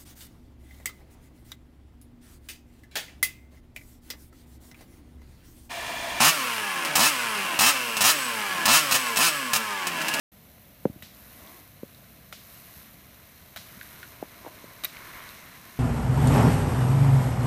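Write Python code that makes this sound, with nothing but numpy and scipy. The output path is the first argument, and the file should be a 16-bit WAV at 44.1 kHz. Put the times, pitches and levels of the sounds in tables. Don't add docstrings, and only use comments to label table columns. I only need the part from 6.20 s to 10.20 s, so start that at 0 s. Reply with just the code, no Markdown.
import sys
import numpy as np
from scipy import signal
from scipy.fft import rfft, irfft
from scipy.io import wavfile
from scipy.ndimage import uniform_filter1d

SR = 44100
rng = np.random.default_rng(int(sys.argv[2]) if len(sys.argv) > 2 else 0)


def dump_mix(stems):
    frames = np.atleast_2d(stems).T
    limited = np.clip(frames, -1, 1)
    pcm = np.round(limited * 32767).astype(np.int16)
    wavfile.write(sys.argv[1], SR, pcm)


N = 176400

# (time [s], speed [turns/s])
CRANK_SPEED = [(0.0, 102.4), (0.08, 163), (0.11, 166), (0.21, 131), (0.29, 119), (0.72, 73.6), (0.75, 74),
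               (0.79, 86), (0.82, 118), (0.87, 152), (0.9, 153), (0.95, 128), (1.14, 106.3), (1.37, 80),
               (1.38, 77.5), (1.46, 126), (1.49, 145), (1.5, 147), (1.56, 129.6), (1.75, 110.5), (1.8, 108),
               (1.82, 98), (1.86, 128), (1.89, 148), (1.9, 165), (1.95, 150.0), (2.0, 133.5), (2.1, 117),
               (2.44, 81.8), (2.45, 84), (2.47, 95), (2.52, 135), (2.55, 147), (2.56, 159.1), (2.6, 157),
               (2.68, 136), (2.78, 133), (2.96, 108.5), (2.99, 111.5), (3.04, 170), (3.06, 169),
               (3.09, 157), (3.2, 137), (3.32, 115.5), (3.39, 114), (3.56, 98.4), (3.78, 82), (3.85, 77),
               (3.91, 82.5), (4.0, 67)]
REF_HZ = 120


def undb(db):
    return 10 ** (np.asarray(db) / 20)


def unit(x):
    return x / np.sqrt(np.mean(x ** 2))


def curve(rows, t):
    return np.interp(t, *np.array(rows).T)


def walk(rate_hz):
    hold = int(SR / rate_hz)
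    steps = np.repeat(rng.standard_normal(N // hold + 1), hold)
    return unit(uniform_filter1d(steps, hold)[:N])


def colour(x, response, size=4096):
    hz, db = np.array(response).T
    bins_hz = np.maximum(np.arange(size // 2 + 1) * SR / size, 1)
    gain = undb(np.interp(np.log(bins_hz), np.log(hz), db))
    cepstrum = irfft(np.log(gain))
    cepstrum[1:size // 2] *= 2
    cepstrum[size // 2 + 1:] = 0
    return signal.fftconvolve(x, irfft(np.exp(rfft(cepstrum))))[:N]


def clicks(times_s, sizes, half_width=6):
    at = np.asarray(times_s)[:, None] * SR
    index = np.floor(at).astype(int) + np.arange(1 - half_width, half_width + 1)
    shape = np.sinc(index - at) * np.cos(np.pi * (index - at) / (2 * half_width)) ** 2
    inside = (index >= 0) & (index < N)
    return np.bincount(index[inside], (shape * sizes[:, None])[inside], N)


def yard(x, wall_delay_s=.0011, low_cut_hz=540):
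    decays = [(.084, 4), (.65, -8)]
    t = np.arange(SR // 2) / SR
    power = sum(undb(db) ** 2 * 1e-6 ** (t / t60_s) / t60_s for t60_s, db in decays)
    onset = np.clip(t / wall_delay_s - 1, 0, 1)
    envelope = onset * np.sqrt(power * np.log(1e6) / SR)
    shares = np.array([walk(30) for _ in range(4)])
    shares /= np.sqrt(np.sum(shares ** 2, axis=0))
    out = sum(signal.fftconvolve(x * share, envelope * rng.standard_normal(len(t)))[:N] for share in shares)
    return signal.sosfilt(signal.butter(1, low_cut_hz, "high", fs=SR, output="sos"), out)


def drive_rings(t, waver_db=1.5):
    # (frequency [Hz], width [Hz])
    modes = [(1690, 66), (2720, 290), (7990, 110), (9650, 140)]
    # (time [s], level of each of the four modes [dB])
    mode_levels = [(0, -59, -56, -52, -56), (.4, -39.5, -36, -65, -48), (.7, -38, -40.5, -62, -45.5),
                   (.95, -41, -42, -47, -44.5), (1.2, -40, -38.5, -60, -46), (1.6, -42.5, -34, -58, -63),
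                   (2.05, -43, -44, -39.5, -47), (2.3, -31.5, -46, -67, -53), (2.75, -45, -43, -42, -48),
                   (3.2, -39.5, -39.5, -44, -53), (3.5, -41, -46, -70, -54), (3.75, -42, -42.5, -65, -71),
                   (4, -30.5, -35, -68, -49)]
    times_s, *levels_db = np.array(mode_levels).T
    out = 0
    for (hz, width_hz), db in zip(modes, levels_db):
        band = signal.iirpeak(hz, hz / width_hz, fs=SR)
        ring = signal.lfilter(*band, signal.lfilter(*band, rng.standard_normal(N)))
        out += unit(ring) * undb(np.interp(t, times_s, db) + waver_db * walk(9.7))
    return out


def air_hiss(t, turns, octaves, base_db=-36.5, db_per_octave=4.5, pulse_depth=.22):
    # (frequency [Hz], gain [dB])
    spectrum = [(30, -72), (90, -25), (170, -3.5), (600, 0.5), (1200, -3.5), (2800, 3.5), (3700, -2),
                (5000, 1), (7000, -6), (8300, 0.5), (9200, -3.5), (12000, -1.5), (15500, -9)]
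    # (time [s], gain [dB])
    swell = [(0, 3), (.6, -1.5), (1.2, 0.5), (1.7, 1), (2.3, 0.5), (2.9, 1.5), (3.3, -2), (3.6, -4),
             (4, 2.5)]
    air = unit(colour(rng.standard_normal(N), spectrum))
    pulse = 1 + pulse_depth * np.cos(2 * np.pi * turns)
    return air * pulse * undb(base_db + db_per_octave * octaves + curve(swell, t))


def piston_hum(turns, base_db=-45, wobble_db=2.4, roughness=.22):
    # (multiple of crank speed, level [dB])
    orders = [(1, -7), (2, 0), (3, -12), (4, -.5), (5, -9), (6, -7), (7, -6), (8, -1), (9, 0), (10, -2),
              (11, -5), (12, 0), (13, -7), (14, -8)]
    # (frequency [Hz], gain [dB])
    pipe = [(60, -22), (90, -12), (120, -6), (150, -1), (200, -5), (275, 2.5), (370, -5), (450, -1),
            (510, -2), (570, 4), (720, -4), (880, 0), (980, 1), (1060, 9.5), (1160, 2.5), (1300, -3),
            (2200, -6)]
    tones = 0
    for order, db in orders:
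        strength = undb(db + wobble_db * walk(18)) * (1 + roughness * walk(110))
        phase = 2 * np.pi * (order * turns + rng.random()) + roughness * walk(110)
        tones += strength * np.sin(phase)
    return undb(base_db) * np.sqrt(2) * colour(tones, pipe)


def clatter(t, turns, per_turn=9, base_db=-32, scatter_db=3.5, drift_db=1.5, jitter_s=.00007):
    # (frequency [Hz], gain [dB])
    crankcase = [(30, -62), (100, -33), (400, -18), (700, -14), (880, -6), (980, -7.5), (1070, -1),
                 (1280, -1.5), (1560, 1), (1690, -5.5), (1930, -4), (2300, 0.5), (2500, -4), (2730, -4.5),
                 (3100, -4), (3600, -12), (6000, -15.5), (15000, -29)]
    # (time [s], gain [dB])
    swell = [(0, 3.5), (.3, -1.5), (.7, 1), (1.2, 1), (1.7, -3), (2.3, 1), (2.8, 0), (3.2, -4),
             (3.55, -1.5), (4, 1)]
    angles = (np.arange(per_turn) + rng.random(per_turn)) / per_turn
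    whole_turns = np.arange(int(turns[-1]))
    late, scatter, wander = rng.standard_normal((len(whole_turns), 3, per_turn)).swapaxes(0, 1)
    knock_s = np.interp(whole_turns[:, None] + angles, turns, t)
    looseness = (REF_HZ / curve(CRANK_SPEED, knock_s)) ** 1.5
    knock_s += jitter_s * looseness * late
    drift = unit(uniform_filter1d(wander, size=16, axis=0))
    polarity = np.sign(rng.standard_normal(per_turn))
    sizes = polarity * undb(drift_db * drift + scatter_db * scatter)
    knocks = colour(clicks(knock_s.ravel(), sizes.ravel()), crankcase)
    return unit(knocks) * undb(base_db + curve(swell, t))


def burble(port_open_s, idle_below_hz=100, fade_hz=16, gain_db=3, jitter_s=.0009):
    # (frequency [Hz], gain [dB])
    spectrum = [(40, -50), (110, -22), (165, 0), (260, 1.5), (330, -2), (430, -9), (700, -8), (1000, -2),
                (1500, -11), (3000, -29)]
    scatter, late = rng.standard_normal((len(port_open_s), 2)).T
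    force = .8 + .7 * np.tanh(scatter)
    idle = np.clip((idle_below_hz - curve(CRANK_SPEED, port_open_s)) / fade_hz, 0, 1)
    return undb(gain_db) * colour(clicks(port_open_s + jitter_s * late, idle * force), spectrum)


def exhaust(port_open_s):
    # (start [s], end [s], crack gain [dB], thump gain [dB])
    blips = [(.003, .115, 1, 5), (0.78, 0.902, -0.5, 0), (1.403, 1.521, 0, -2.5), (1.831, 1.930, 0.5, -2),
             (2.471, 2.603, 0, 1.5), (2.986, 3.104, -3.5, 0)]
    # (time [s], level [dB])
    single_firings = [(0.65, -8.5), (.755, 4), (.767, 0), (0.777, -15), (1.391, 4.5), (1.769, -3.5),
                      (1.808, 2), (1.818, 1.5), (2.456, 3), (2.712, -1), (2.722, 3.5), (2.744, 0),
                      (2.752, 0), (2.760, -1), (2.961, -6), (2.971, 1), (3.334, 1.5), (3.352, -2.5),
                      (3.361, 0), (3.670, -5), (3.818, -11.5), (3.884, -6.5), (3.939, -5.5), (3.995, -8.5)]
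    # (frequency [Hz], gain [dB])
    crack_spectrum = [(30, -29.5), (150, -1.5), (450, -10), (750, -6), (1200, 6.5), (1450, -3.5), (1750, 4),
                      (2100, -0.5), (2750, 4), (3600, -1.5), (5200, 1.5), (7300, -3), (8200, -0.5),
                      (10500, -4.5), (15500, -7)]
    # (frequency [Hz], gain [dB])
    thump_spectrum = [(30, -30), (90, -34), (155, 2), (240, 1), (330, -3.5), (460, -13.5), (650, 0.5),
                      (850, 4), (1100, 5), (1500, -11), (3000, -12)]
    # (delay [s], gain [linear])
    echoes = [(.00076, 0.18), (.0023, 0.19)]
    crack_db, crack_db_per_octave = 6.5, 1.5
    thump_db, thump_db_per_octave = 9.5, -14.5
    scatter_db, jitter_s, throttle_close_s = 1.3, .00005, .038
    pop_gain_db, dull_above_hz = 5.5, 12000

    crank_hz = curve(CRANK_SPEED, port_open_s)
    octaves = np.log2(crank_hz / REF_HZ)
    scatter, late = rng.standard_normal((len(port_open_s), 2)).T
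    crack_sizes, thump_sizes = 0, 0
    for start_s, end_s, blip_crack_db, blip_thump_db in blips:
        opening = np.clip((port_open_s - start_s) * crank_hz + .5, 0, 1)
        closing = np.clip((end_s - port_open_s) / throttle_close_s, 0, 1)
        force = opening * closing * undb(scatter_db * scatter)
        crack_sizes += force * undb(crack_db + blip_crack_db + crack_db_per_octave * octaves)
        thump_sizes += force * undb(thump_db + blip_thump_db + thump_db_per_octave * octaves)

    pop_s, pop_db = np.array(single_firings).T
    pop_sizes = undb(pop_db + pop_gain_db)
    pops = clicks(pop_s, pop_sizes)
    steep = clicks(pop_s, pop_sizes * undb(np.minimum(pop_db, 0)))
    rounded = signal.lfilter(*signal.butter(1, dull_above_hz, fs=SR), pops - steep)

    fronts = clicks(port_open_s + jitter_s * late, crack_sizes) + steep + rounded
    cracks = colour(fronts, crack_spectrum)
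    cracks += sum(gain * np.pad(cracks, (int(delay_s * SR), 0))[:N] for delay_s, gain in echoes)
    thumps = colour(clicks(port_open_s, thump_sizes) + pops, thump_spectrum)
    return cracks, thumps


def scene(thump_send_db=-7, knock_send_db=-7.5):
    t = np.arange(N) / SR
    crank_hz = curve(CRANK_SPEED, t)
    turns = np.cumsum(crank_hz) / SR
    octaves = np.log2(crank_hz / REF_HZ)
    drone = piston_hum(turns) + air_hiss(t, turns, octaves) + drive_rings(t)
    knocks = clatter(t, turns)
    port_open_s = np.interp(np.arange(int(turns[-1])) + .5, turns, t)
    cracks, thumps = exhaust(port_open_s)
    thumps += burble(port_open_s)
    reflected = yard(cracks + undb(thump_send_db) * thumps + undb(knock_send_db) * knocks)
    return (drone + knocks + cracks + thumps + reflected)[None]


def record(dry, ceiling=.72, low_cut_hz=45, high_cut_hz=15800):
    rounded = ceiling * np.tanh(dry / ceiling)
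    highpass = signal.butter(2, low_cut_hz, "high", fs=SR, output="sos")
    lowpass = signal.ellip(10, .2, 80, high_cut_hz, fs=SR, output="sos")
    return signal.sosfilt(lowpass, signal.sosfilt(highpass, rounded))


dry = scene()
out = record(dry)
dump_mix(out)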